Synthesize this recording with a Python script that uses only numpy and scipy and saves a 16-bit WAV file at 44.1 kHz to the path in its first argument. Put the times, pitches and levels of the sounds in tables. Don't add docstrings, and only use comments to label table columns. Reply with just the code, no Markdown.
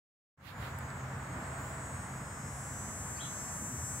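import sys
import numpy as np
from scipy import signal
from scipy.fft import rfft, irfft, next_fast_len
from scipy.io import wavfile
from scipy.ndimage import uniform_filter1d, map_coordinates

SR = 44100
rng = np.random.default_rng(int(sys.argv[2]) if len(sys.argv) > 2 else 0)


def store_wav(level_fs):
    pcm = np.round(np.clip(np.atleast_2d(level_fs), -1, 1) * 32767)
    wavfile.write(sys.argv[1], SR, pcm.T.astype(np.int16))


N = 176400
TIME_S = np.arange(N) / SR


def amp(db):
    return 10 ** (np.asarray(db) / 20)


def unit(x):
    return x / np.sqrt(np.mean(x ** 2) + 1e-20)


def along(points, hz):
    points_hz, values = np.transpose(points)
    return np.interp(np.log(hz + 1), np.log(points_hz + 1), values)


def curve(rows, t=TIME_S):
    return np.interp(t, *np.transpose(rows))


def wobble(knots_per_s):
    coarse_s = np.linspace(0, N / SR, 2000)
    knots = map_coordinates(rng.standard_normal(1024), [coarse_s * knots_per_s], mode="wrap")
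    return np.interp(TIME_S, coarse_s, knots)


def swell(centre_s, width_s, t=TIME_S):
    return np.exp(-.5 * ((t - centre_s) / width_s) ** 2)


def pan(db):
    return amp(np.array([[db], [-db]]) / 2)


def filtered(x, response):
    size = next_fast_len(N + 8192)
    return irfft(rfft(x, size) * response(np.fft.rfftfreq(size, 1 / SR)), size)[..., :N]


def noise(spectrum, correlation=((100, 0),)):
    def mid_side_gains(hz):
        angle = np.arccos(np.clip(along(correlation, hz), -1, 1)) / 2
        return amp(along(spectrum, hz)) * [np.cos(angle), np.sin(angle)]
    mid, side = filtered(rng.standard_normal((2, N)), mid_side_gains)
    return unit(np.array([mid + side, mid - side]))


# time in seconds, relative level in dB.
TRAFFIC_LEVEL_DB = [(1.2, -45.5), (1.45, -44), (2.4, -47), (3.53, -46.5), (3.7, -48)]
# frequency in Hz, relative density in dB.
TRAFFIC_SPECTRUM_DB = [(100, -28), (250, -14), (380, -4.5), (660, -1), (1100, 1), (1700, -1.5),
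                       (2100, -6.5), (2600, -14), (3400, -20.5), (9500, -35), (15700, -33)]
# frequency in Hz, left-right correlation.
TRAFFIC_CORRELATION = [(200, 0.89), (700, 0.77), (1400, 0.4), (2500, 0.015)]
# frequency in Hz, left minus right in dB.
TRAFFIC_PAN_DB = [(300, -1.7), (700, 0.2), (1400, -3.5), (2400, 1.5), (5000, 6)]

def traffic(trim_db=3):
    wash = noise(TRAFFIC_SPECTRUM_DB, TRAFFIC_CORRELATION)
    wash *= amp(curve(TRAFFIC_LEVEL_DB) + trim_db + 0.28 * wobble(14))
    return filtered(wash, lambda hz: amp(along(TRAFFIC_PAN_DB, hz) * np.array([[.5], [-.5]])))


# frequency in Hz, relative density in dB.
RUMBLE_SPECTRUM_DB = [(20, -31), (35, -29), (60, -3.5), (85, 2.5), (200, -5.5), (280, -10.5), (360, -21.5),
                      (700, -46.5)]

def rumble(level_db=-42):
    lows = noise(RUMBLE_SPECTRUM_DB, correlation=[(30, 1.0), (80, 0.99), (180, 0.9905), (350, 0.9)])
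    return lows * amp(level_db + 0.4 * wobble(11))


# time in seconds, level in dB.
HUM_LEVEL_DB = [(0.5, -46), (1.3, -42), (1.7, -47.5), (2.4, -46.5), (2.8, -45), (3.2, -51.5), (4.0, -46.5)]

def engine_hum(pitch_hz=130.9, drift_hz=1.26):
    phase = 2 * np.pi * np.cumsum(pitch_hz + drift_hz * wobble(9)) / SR
    return np.sqrt(2) * np.sin(phase) * amp(curve(HUM_LEVEL_DB) + 0.4 * wobble(7.42))


# time in seconds, beat rate in Hz.
BEAT_HZ = [(0.5, 202.64), (0.7, 206.47), (0.9, 209.07), (1.15, 211.09), (1.45, 212.8), (1.8, 213.99),
           (2.3, 214.53), (3.3, 215.09), (3.65, 215.34), (4.0, 215.77)]
# time in seconds, the insect's unrest from 0 to 1.
UNREST = [(1.1, 1), (1.5, .35), (2.4, .22)]
# time in seconds, rms timing scatter in beats.
JITTER_BEATS = [(1.2, .0009), (2.0, .0003), (3.62, .0003), (3.68, .0008), (3.78, .0008), (3.84, .0005)]
# frequency in Hz, relative density in dB.
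JITTER_SPECTRUM_DB = [(40, 0), (200, -2), (500, -12), (1200, -60)]

def muscle_phase(flutter_hz=.45, flutter_per_s=28):
    beat_hz = curve(BEAT_HZ) + flutter_hz * curve(UNREST) * wobble(flutter_per_s)
    jitter = curve(JITTER_BEATS) * noise(JITTER_SPECTRUM_DB)[0]
    return 2 * np.pi * (np.cumsum(beat_hz) / SR + jitter)


# harmonic number, relative level in dB at arm's length, the same close up.
STRONG_OVERTONES_DB = [(24, -16, -14), (26, -24, -16), (27, -16, -24), (28, -22, -7), (29, -15, -25),
                       (30, -17, -2), (31, -6, -9), (32, -19, -12), (33, -4, -9), (34, -9, -8),
                       (35, -3, -1), (36, -6, -7), (37, -1, 0), (38, -2, -16), (39, -19, -11),
                       (40, -9, -21), (41, -15, -3), (42, -12, -18)]
# frequency in Hz, relative level in dB close up.
FAINT_OVERTONES_DB = [(4000, -31), (5400, -32), (9800, -17.5), (12500, -20.5), (14000, -27), (15700, -29.5)]
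# centre and width in seconds, harmonic, gain in dB.
LOBES_DB = [(0.55, .17, 31, -12), (0.4, .2, 38, -12), (0.8, .35, 37, -12), (0.9, .05, 36, 8),
            (1.0, .35, 34, 8), (1.17, .13, 27, 5), (2.45, .2, 24, 5), (2.45, .17, 27, 7),
            (3.62, .08, 34, 8), (3.75, .15, 42, 7), (3.85, .15, 28, 5)]
# time in seconds, gain in dB above SIZZLE_HZ.
SIZZLE_DB = [(0.8, 0), (1.5, -2), (2.2, 0.5), (2.55, -1), (2.9, -3.5), (3.2, -3), (3.5, -2.5), (3.65, 1),
             (4.0, -1)]
# frequency in Hz, left channel's phase lead close up in radians.
LEAD_RAD = [(5100, 2), (6550, 4.5), (7500, 0.4), (8050, -1.5), (8400, -1.5)]
SIZZLE_HZ, ODD_OVER_EVEN_DB, FAINT_FAR_DB = 8330, 2.5, -6
WANDER_FAR, WANDER_NEAR, WANDER_FAINT, WANDER_PER_S = .32, .25, .7, 7
SWELL_FAR_DB, SWELL_NEAR_DB, SWELL_PER_S = 1.2, .8, 9

def jar_whine(phase, nearness, pan_db=4, flutter_db=4, flutter_per_s=28, scatter_rad=1.7):
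    slow_s = np.linspace(0, N / SR, 500)
    unrest, sizzle = curve(UNREST, slow_s), amp(curve(SIZZLE_DB, slow_s))
    near = np.interp(slow_s, TIME_S, nearness)
    strong = {round(row[0]): row[1:] for row in STRONG_OVERTONES_DB}

    def drift(knots_per_s):
        return map_coordinates(rng.standard_normal(128), [slow_s * knots_per_s], mode="wrap")

    def by_distance(far, close):
        return far * (1 - near) + close * near

    whine = np.zeros((2, N))
    for k in range(20, 74):
        hz = k * BEAT_HZ[-1][1]
        faint_db = along(FAINT_OVERTONES_DB, hz) + ODD_OVER_EVEN_DB * (k % 2 - .5)
        far_db, near_db = strong.get(k, (faint_db + FAINT_FAR_DB, faint_db))
        level = by_distance(amp(far_db), amp(near_db)) * (sizzle if hz > SIZZLE_HZ else 1)
        swell_db = by_distance(SWELL_FAR_DB, SWELL_NEAR_DB) * drift(SWELL_PER_S)
        lobe_db = sum(db * swell(centre_s, width_s, slow_s)
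                      for centre_s, width_s, harmonic, db in LOBES_DB if harmonic == k)
        level *= amp(swell_db + lobe_db + flutter_db * unrest * drift(flutter_per_s))
        depth = by_distance(WANDER_FAR, WANDER_NEAR) if k in strong else WANDER_FAINT
        lead_rad = by_distance(scatter_rad * rng.standard_normal(), along(LEAD_RAD, hz))
        start_rad = 2 * np.pi * rng.random()
        carrier = np.exp(-1j * k * phase)
        for channel, gain in enumerate(pan(pan_db)[:, 0]):
            wander = 1 + depth * (drift(WANDER_PER_S) + 1j * drift(WANDER_PER_S))
            path = gain * level * wander * np.exp(1j * (start_rad + channel * lead_rad))
            whine[channel] += (np.interp(TIME_S, slow_s, path) * carrier).real
    power = uniform_filter1d(np.mean(whine ** 2, axis=0), size=8000)
    return whine / np.sqrt(np.abs(power) + 1e-12)


# time in seconds, relative level in dB.
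BUZZ_LEVEL_DB = [(0.38, -65), (0.48, -67), (0.6, -62.5), (0.9, -58), (1.15, -59.5), (1.39, -55),
                 (1.82, -51.5), (2.24, -54), (2.8, -47), (3.02, -46), (3.56, -43.5), (3.77, -44.5),
                 (3.89, -42), (4.0, -43.5)]
# time in seconds, microphone position from 0 (arm's length) to 1 (jar wall).
NEARNESS = [(2.3, 0), (2.7, 0.42), (3.05, 0.97)]
# frequency in Hz, relative density in dB.
RASP_SPECTRUM_DB = [(3500, -16), (5200, -17), (6400, 3), (7200, 6), (8100, 10), (9000, -4), (10500, -24),
                    (12500, -15), (15700, -30)]

def insect(rasp_far_db=-11, rasp_near_db=-19, trim_db=4):
    phase, nearness = muscle_phase(), curve(NEARNESS)
    whine = jar_whine(phase, nearness)
    rasp = unit(noise(RASP_SPECTRUM_DB) * (1 + 0.16 * np.cos(phase)))
    rasp *= amp(rasp_far_db + (rasp_near_db - rasp_far_db) * nearness)
    return amp(curve(BUZZ_LEVEL_DB) + trim_db) * (whine + rasp)


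# centre in seconds, width in seconds, level in dB, bright share from 0 to 1.
BRUSHES = [(0.476, 0.031, -41.5, 0.19), (0.645, 0.047, -49, 0.27), (1.65, 0.06, -50, 0.8)]
# frequency in Hz, relative density in dB.
DULL_SPECTRUM_DB = [(600, -2.5), (1800, 6), (4200, -0.5), (5800, -12.5), (9000, -14), (13000, -9.5),
                    (15700, -12)]
BRIGHT_SPECTRUM_DB = [(5000, -19), (9000, -5), (13000, 0), (15700, 9)]

def hand_brushes(dull_pan_db=-16):
    dull = noise(DULL_SPECTRUM_DB) * pan(dull_pan_db)
    bright = noise(BRIGHT_SPECTRUM_DB)
    return sum(amp(db) * swell(centre_s, width_s) * ((1 - share) * dull + share * bright)
               for centre_s, width_s, db, share in BRUSHES)


# start in seconds, peak in dB, centre in Hz, width in octaves, left minus right in dB.
TICKS = [(0.7876, -23.5, 13000, 0.7, -10), (0.9032, -37, 3700, 0.75, 0), (1.366, -39, 1700, .6, 0)]

def grip_ticks(tail_t60_s=.003, tail_db=-1):
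    out = np.zeros((2, N))
    for start_s, peak_db, centre_hz, octaves, pan_db in TICKS:
        decay = (TIME_S >= start_s) * amp(tail_db - 60 * np.abs(TIME_S - start_s) / tail_t60_s)
        burst = rng.standard_normal((2, N)) * decay
        burst[:, round(start_s * SR)] += 1
        tick = filtered(burst, lambda hz: np.exp(-.5 * (np.log2((hz + 1) / centre_hz) / octaves) ** 2))
        balance = pan(pan_db) / pan(pan_db).max()
        out += amp(peak_db) * balance * tick / np.abs(tick).max()
    return out


# centre in seconds, width in seconds, level in dB.
BUMPS = [(1.3, 0.016, -44), (1.4, 0.057, -41), (1.595, 0.017, -43), (2.92, .06, -46.5),
         (3.635, 0.021, -39.5), (3.725, 0.042, -42)]
# frequency in Hz, relative density in dB.
BUMP_SPECTRUM_DB = [(30, -33), (70, -2.5), (270, -6.5), (600, -32), (3000, -90)]

def hand_bumps():
    envelope = sum(amp(db) * swell(centre_s, width_s) for centre_s, width_s, db in BUMPS)
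    return noise(BUMP_SPECTRUM_DB, correlation=[(100, 1.0)]) * envelope


# frequency in Hz, relative density in dB.
DRONE_SPECTRUM_DB = [(560, -70), (625, -3), (650, 0), (675, -3), (750, -70)]

def traffic_drone(centre_s=1.57, width_s=0.21, level_db=-51):
    return noise(DRONE_SPECTRUM_DB, TRAFFIC_CORRELATION) * amp(level_db) * swell(centre_s, width_s)


# start and length in seconds, first, middle and last pitch in Hz, level in dB.
SYLLABLES = [(3.159, 0.019, 4300, 4510, 4660, -55), (3.172, 0.014, 5100, 5250, 5100, -57),
             (3.172, 0.028, 2450, 2640, 3215, -54), (3.197, 0.0262, 3150, 3299, 3530, -45),
             (3.207, 0.035, 3420, 3950, 3460, -46), (3.238, 0.0224, 3400, 3244, 3130, -47)]

def bird(warble_hz=167.6, warble_per_s=500, echo_t60_s=0.34, echo_db=3):
    call = np.zeros(N)
    for start_s, length_s, first_hz, middle_hz, last_hz, db in SYLLABLES:
        progress = np.clip((TIME_S - start_s) / length_s, 0, 1)
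        parabola = np.polyfit([0, .5, 1], [first_hz, middle_hz, last_hz], 2)
        hz = np.polyval(parabola, progress) + warble_hz * wobble(warble_per_s)
        envelope = amp(db) * np.sqrt(np.abs(np.sin(np.pi * progress)))
        call += envelope * np.sin(2 * np.pi * np.cumsum(hz) / SR)
    tail = rng.standard_normal((2, SR // 2)) * amp(-60 * TIME_S[:SR // 2] / echo_t60_s)
    echo = signal.fftconvolve(call[None], tail / np.linalg.norm(tail[0]), axes=1)[:, :N]
    return call + amp(echo_db) * echo


def scene():
    jar = insect()
    garden = traffic() + rumble() + engine_hum() + traffic_drone() + bird()
    hand = hand_brushes() + grip_ticks() + hand_bumps()
    return jar + garden + hand


# time in seconds, gain in dB.
FADE_DB = [(0.362, -80), (0.376, -30), (0.41, -17.5), (0.47, -13.5), (0.55, -7), (0.63, -3.5)]
CUTOFF_HZ = 15780

def record(dry):
    fade = amp(curve(FADE_DB)) * (TIME_S > FADE_DB[0][0])
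    return filtered(dry * fade, lambda hz: hz < CUTOFF_HZ)


dry = scene()
out = record(dry)
store_wav(out)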